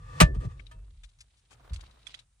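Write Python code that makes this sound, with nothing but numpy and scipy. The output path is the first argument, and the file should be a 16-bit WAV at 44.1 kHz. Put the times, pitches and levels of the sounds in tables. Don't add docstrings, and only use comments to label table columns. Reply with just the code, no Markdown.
import sys
import numpy as np
from scipy import signal
from scipy.fft import rfft, irfft
from scipy.io import wavfile
from scipy.ndimage import uniform_filter1d

SR = 44100
rng = np.random.default_rng(int(sys.argv[2]) if len(sys.argv) > 2 else 0)


def put_to_file(sound):
    columns = np.atleast_2d(sound).T
    safe = np.clip(columns, -1, 1)
    whole_steps = np.round(safe * 32767)
    wavfile.write(sys.argv[1], SR, whole_steps.astype(np.int16))


N = 105840
T = np.arange(N) / SR

# t/s, squeak and hiss level/dB, box rattle level/dB
SLIDE_CURVE = [(0, -63, -74), (.08, -55.5, -73), (.15, -50, -58.5), (.19, -45, -62), (.26, -47, -40),
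               (.3, -64, -43), (.335, -69.5, -51.5), (.35, -51.5, -44.5), (.385, -67, -63),
               (.41, -55, -50.5), (.455, -49, -44), (.48, -64.5, -58), (.515, -56, -69.5),
               (.545, -64, -71.5), (.6, -69, -63.5), (.68, -87, -76), (.75, -92.5, -70), (.95, -95, -80)]
# f/Hz, width/Hz, relative level/dB
HINGE_BANDS = [(495, 55, -6), (1180, 80, 0), (1740, 70, -11), (1875, 70, -11), (2580, 110, -18),
               (3480, 90, -20)]
# f/Hz, relative level/dB
SLIDE_COLOUR = [(400, -15), (900, -4), (1400, -6.5), (4000, -13.5), (9300, -17.5), (12000, -42.5),
                (15000, -25.5)]
# f/Hz, relative level/dB, t60/s
BOX_MODES = [(612, -11, .11), (920, -18, .09), (1090, -19, .07), (1185, -13, .075), (1590, -23, .07),
             (1765, -23, .2), (2480, -21, .08), (2810, -23, .055), (6220, -28, .05), (9030, -27, .045)]
# f/Hz, relative level/dB, t60/s
COVER_MODES = [(635, -12, .45), (950, -9, .25), (1250, -4, .13), (1755, -2, .1), (2660, -19, .45),
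               (3170, -12, .12), (4340, -20, .12), (8410, -15, .14)]
# t/s, relative level/dB
TAPS = [(0.3445, -48.5), (0.403, -50.5), (0.7111, -46)]
# f/Hz, relative level/dB
CRACK_COLOUR = [(250, -8), (600, -10), (1200, -7.5), (2500, -8), (5000, -16.5), (9000, -15.5), (11500, -27),
                (15000, -15.5)]
# f/Hz, t60/s
CRACK_T60 = [(300, 0.095), (1000, 0.079), (3000, 0.074), (8000, 0.058), (15000, 0.026)]
# f/Hz, left over right level/dB
COVER_PAN = [(200, 7.5), (500, -1.5), (1000, 8), (2000, -3), (4000, 6), (8000, -1.5), (13000, 0.5)]
# f/Hz, left phase lead/rad
COVER_PHASE = [(100, 0), (1000, 2.5), (3000, 1.26), (8000, 1.22), (14000, 2.5)]
# f/Hz, start delay/s, swell time/s, left phase lead/rad
WALL_MODES = [(53.2, 0.012, 0.019, .02), (78.5, 0.018, .022, .06), (124, 0.0081, 0.016, 0.51),
              (161, 0.0086, 0.013, 0.78), (277, 0.011, 0.0018, 1)]
# t/s, then level/dB in each wall mode
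THUDS = [(0.203, -9.5, -20.5, -14, -8.5, -8.5), (.352, -35, -31, -30, -33.5, -40),
         (0.44, -49.5, -36.5, -26.5, -34.5, -47), (1.695, -27.5, -33.5, -45.5, -44.5, -54),
         (1.746, -35, -65, -56, -59, -80)]
# t/s, deep level/dB, upper level/dB
SHAKE_CURVE = [(0, -46.5, -49), (.12, -48, -50), (.17, -77, -39.5), (0.221, -34, -39),
               (0.321, -28.5, -38.5), (0.401, -31, -40.5), (.5, -51, -44.5), (0.571, -44.5, -52.5),
               (0.722, -52.5, -63), (0.758, -42, -51), (.86, -48, -61), (1.05, -47.5, -68.5),
               (1.11, -64.5, -74.5), (1.2, -59.5, -67), (1.31, -67.5, -78.5), (1.48, -71, -74.5),
               (1.55, -65.5, -63.5), (1.679, -55, -66), (1.822, -45, -59), (1.941, -62.5, -70),
               (2.2, -66, -69), (2.4, -70, -80)]
# f/Hz, relative level/dB
AIR_COLOUR = [(88, -32.5), (150, 5), (500, -19), (1600, -9.5), (4080, -14), (9820, -3.5), (12700, -49),
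              (16000, -50)]
# f/Hz, left-right correlation
LIKENESS = [(100, 0.83), (300, 0.17), (1000, 0.34), (12000, 0.1)]
# t/s, dull (cloth) level/dB, bright (plastic) level/dB
RUB_CURVE = [(.55, -71, -58), (.8, -74, -83), (0.951, -85, -78.5), (1.49, -82.5, -80),
             (1.519, -59.5, -67.5), (1.56, -68.5, -76.5), (1.7, -61.5, -74), (1.851, -66.5, -67.5),
             (1.999, -70.5, -75), (2.119, -68, -57.5), (2.199, -74, -65), (2.26, -86, -89.5),
             (2.4, -89, -84)]
# f/Hz, relative level/dB
DULL_COLOUR = [(150, -3), (450, -3.5), (850, -4.5), (1300, -4), (2200, -13), (5000, -25.5)]
# f/Hz, relative level/dB
BRIGHT_COLOUR = [(1000, -22), (2200, 1.5), (3800, 5.5), (6000, -6), (9800, -13), (11500, -31.5)]
# t/s, relative level/dB, pitch/Hz, hold/s, left over right level/dB, ring over snap/dB
TICKS = [(0.5938, -64, 2230, 0.011, 18, 26), (0.666, -61.5, 3810, 0.0017, 19.5, 20.5),
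         (1.034, -49, 3570, 0.014, 12, 8), (1.09, -58.5, 4980, 0.0076, 8.5, -11.5),
         (1.187, -54, 4000, 0.01, 4, -4.5), (1.2053, -39.5, 5940, 0.008, 4.5, -8),
         (1.371, -60.5, 6000, 0.026, 7, -8.5), (1.5063, -54, 3300, 0.031, 14.5, -1.5),
         (1.594, -64, 944, 0.011, -5.5, 17), (1.695, -66.5, 3770, 0.0025, 8, 22.5),
         (1.733, -41, 4690, 0.012, -11, 0), (1.76, -44, 4320, 0.0019, 16, 5),
         (1.8076, -49, 4010, 0.0052, 15, 12), (1.908, -58.5, 4000, 0.0051, 8, 10.5),
         (2.0672, -49.5, 3415, 0.0057, -28, 13.5), (2.0935, -59.5, 2960, 0.0007, 6, 22.5),
         (2.1423, -42, 2590, 0.00057, -8, 18), (2.1464, -50, 3390, 0.0007, -15, 22),
         (2.1895, -50.5, 3980, 0.007, 14, 9.5)]
# multiple of pitch, relative level/dB
PLASTIC_MODES = [(.8, -8), (1, 0), (1.15, -6), (1.4, -12)]

SQUEAK_EVENNESS, SLIDE_HISS_DB = .25, -7
BOX_LOW_HZ, BOX_HIGH_HZ = 176, 614
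CLACK_S, CLACK_HOLD_S, CLACK_RISE_S = .2012, .014, .0021
CLACK_CRACK_DB, TAP_CRACK_DB, TAP_RING_DB = -2, -1.5, -34.5
TAP_CRACK_MIN_HZ, CRACK_APART = 800, 1
DEEP_HZ, DEEP_WIDTH_HZ, UPPER_HZ, UPPER_WIDTH_HZ, SHAKE_EVENNESS = 48.4, 20, 104.4, 60, .89
AIR_DB = -77.5
CHATTER_PER_S, CHATTER_DB, RUB_PATCHY_DB, RUB_FADE_IN_S = 120, -7, 3, .18
PLASTIC_T60_S = .017
TICK_RISE_S, CONTACT_T60_S, SNAP_T60_S, SNAP_SPREAD = .0005, .005, .052, 2.6
TICK_TOP_HZ, TICK_LEFT_LAG_S, TICK_OFFSET_DB = 9940, .00017, -7
LOW_CUT_HZ, CEILING = 38, 1.2
NOTCH_HZ, NOTCH_Q, STOP_HZ = 12600, 5.9, 16640


def amp(db):
    return 10 ** (np.asarray(db) / 20)


def unit(x):
    return x / np.sqrt(np.mean(x ** 2) + 1e-20)


def in_time(rows):
    s, *cols = np.transpose(rows)
    return [np.interp(T, s, c) for c in cols]


def at_hz(points, hz):
    p = np.array(points, float)
    return np.interp(np.log(hz + 1), np.log(p[:, 0] + 1), p[:, 1])


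def ring(x, hz, t60_s):
    radius = amp(-60 / (t60_s * SR))
    w = 2 * np.pi * hz / SR
    return signal.lfilter([0, np.sin(w)], [1, -2 * radius * np.cos(w), radius ** 2], x + 1e-18)


def band(x, low_hz, high_hz):
    sos = signal.butter(2, [low_hz, min(high_hz, .45 * SR)], "band", fs=SR, output="sos")
    return signal.sosfilt(sos, x)


def burst(start_s, hold_s, t60_s, rise_s=.003):
    rise = np.clip((T - start_s) / rise_s, 0, 1)
    return rise * amp(-60 * np.clip(T - start_s - hold_s, 0, 2) / t60_s)


def steady(hz, width_hz, evenness):
    x = unit(band(rng.standard_normal(N + SR), hz - width_hz / 2, hz + width_hz / 2))
    evened = x / (np.abs(signal.hilbert(x)) + .1) ** evenness
    return unit(band(evened, hz / 1.5, hz * 1.4)[SR:])


def wide_noise(colour):
    hz = np.arange(N // 2 + 1) * SR / N
    mid, side = rfft(rng.standard_normal((2, N))) * amp(at_hz(colour, hz)) * (hz > 120)
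    c = np.clip(at_hz(LIKENESS, hz), 0, 1)
    return unit(irfft(np.sqrt(1 + c) * mid + np.sqrt(1 - c) * side * [[1], [-1]], N))


def ports(x):
    hz = np.arange(N // 2 + 1) * SR / N
    half = amp(at_hz(COVER_PAN, hz) / 2) * np.exp(.5j * at_hz(COVER_PHASE, hz))
    return irfft(rfft(x) * np.array([half, 1 / half]), N)


def slide():
    friction, rattle = amp(in_time(SLIDE_CURVE)) * (T < SLIDE_CURVE[-1][0])
    squeak = sum(amp(db) * steady(hz, width_hz, SQUEAK_EVENNESS) for hz, width_hz, db in HINGE_BANDS)
    box = band(rng.standard_normal(N), BOX_LOW_HZ, BOX_HIGH_HZ)
    box = unit(band(box, BOX_LOW_HZ, BOX_HIGH_HZ))
    hiss = friction * amp(SLIDE_HISS_DB) * wide_noise(SLIDE_COLOUR)
    return ports(friction * unit(squeak) + rattle * box) + hiss


def clack_and_tap_rings():
    out = 0
    for hz, db, t60_s in BOX_MODES:
        spiky = rng.standard_normal(N) ** 3
        rung = ring(burst(CLACK_S, CLACK_HOLD_S, .02, CLACK_RISE_S) * spiky, hz, t60_s)
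        out = out + amp(db) * rung / np.abs(rung).max()
    push = sum(amp(db + TAP_RING_DB) * burst(s, .0021, .0072) for s, db in TAPS)
    for hz, db, t60_s in COVER_MODES:
        out = out + amp(db) * ring(push * np.sin(2 * np.pi * hz * T), hz, t60_s)
    return ports(out)


def crack():
    rattle = rng.laplace(size=(2, 1, N)) + CRACK_APART * rng.standard_normal((2, 2, N))
    edges_hz = 250 * 2 ** np.arange(0, 6.1, 1 / 3)
    out = 0
    for k, (low_hz, high_hz) in enumerate(zip(edges_hz, edges_hz[1:])):
        t60_s = at_hz(CRACK_T60, low_hz)
        shape = amp(CLACK_CRACK_DB) * burst(CLACK_S, CLACK_HOLD_S, t60_s, CLACK_RISE_S + 1 / low_hz)
        if low_hz > TAP_CRACK_MIN_HZ:
            shape = shape + sum(amp(db + TAP_CRACK_DB) * burst(s, .01, t60_s) for s, db in TAPS)
        gain = amp(at_hz(CRACK_COLOUR, np.sqrt(low_hz * high_hz)))
        out = out + gain * shape * band(rattle[k % 2], low_hz, high_hz)
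    return ports(out)


def wall():
    out = 0
    for s, *levels_db in THUDS:
        for (hz, delay_s, swell_s, lead_rad), db in zip(WALL_MODES, levels_db):
            t = np.clip(T - s - delay_s, 0, None)
            swell = (t / swell_s) ** 2 * np.exp(2 - 2 * t / swell_s)
            phase = np.array([[lead_rad / 2], [-lead_rad / 2]])
            out = out + amp(db) * swell * np.sin(2 * np.pi * hz * t + phase)
    bands = ((DEEP_HZ, DEEP_WIDTH_HZ), (UPPER_HZ, UPPER_WIDTH_HZ))
    for db, (hz, width_hz) in zip(in_time(SHAKE_CURVE), bands):
        out = out + amp(db) * steady(hz, width_hz, SHAKE_EVENNESS)
    return out


def air():
    return amp(AIR_DB) * wide_noise(AIR_COLOUR)


def plastic(x, hz):
    return sum(amp(db) * ring(x, hz * ratio, PLASTIC_T60_S) for ratio, db in PLASTIC_MODES)


def rub():
    out = 0
    for db, colour, hz in zip(in_time(RUB_CURVE), (DULL_COLOUR, BRIGHT_COLOUR), (1250, 3900)):
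        patchy = unit(uniform_filter1d(rng.standard_normal(N), size=400))
        hits = rng.random(N) < CHATTER_PER_S / SR
        clicks = hits * rng.standard_normal(N) * rng.exponential(1, N)
        chatter = ports(unit(plastic(clicks, hz)))
        level = amp(db + RUB_PATCHY_DB * patchy)
        out = out + level * (wide_noise(colour) + amp(CHATTER_DB) * chatter)
    return out * np.clip((T - RUB_CURVE[0][0]) / RUB_FADE_IN_S, 0, 1)


def ticks():
    out = np.zeros((2, N))
    for s, db, hz, hold_s, pan_db, ring_db in TICKS:
        x = rng.laplace(size=N)
        contacts = band(x * burst(s, hold_s, CONTACT_T60_S, TICK_RISE_S), hz / 2, hz * 2)
        tone = plastic(contacts, hz)
        tone = amp(ring_db) * tone / np.abs(tone).max()
        snap = unit(band(x, hz / SNAP_SPREAD, hz * SNAP_SPREAD * 1.6))
        right = tone + burst(s, hold_s, SNAP_T60_S, TICK_RISE_S) * snap
        left = np.interp(T - TICK_LEFT_LAG_S, T, right)
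        out += amp(db + TICK_OFFSET_DB) * np.array([amp(pan_db / 2) * left, amp(-pan_db / 2) * right])
    return signal.sosfilt(signal.butter(8, TICK_TOP_HZ, fs=SR, output="sos"), out)


def scene():
    cover = slide() + clack_and_tap_rings() + crack()
    return cover + wall() + air() + rub() + ticks()


def record(dry):
    x = signal.sosfilt(signal.butter(3, LOW_CUT_HZ, "high", fs=SR, output="sos"), dry)
    x = CEILING * np.tanh(x / CEILING)
    b, a = signal.iirnotch(NOTCH_HZ, NOTCH_Q, fs=SR)
    x = signal.lfilter(b, a, signal.lfilter(b, a, x))
    return signal.sosfilt(signal.cheby2(12, 70, STOP_HZ, fs=SR, output="sos"), x)


dry = scene()
out = record(dry)
put_to_file(out)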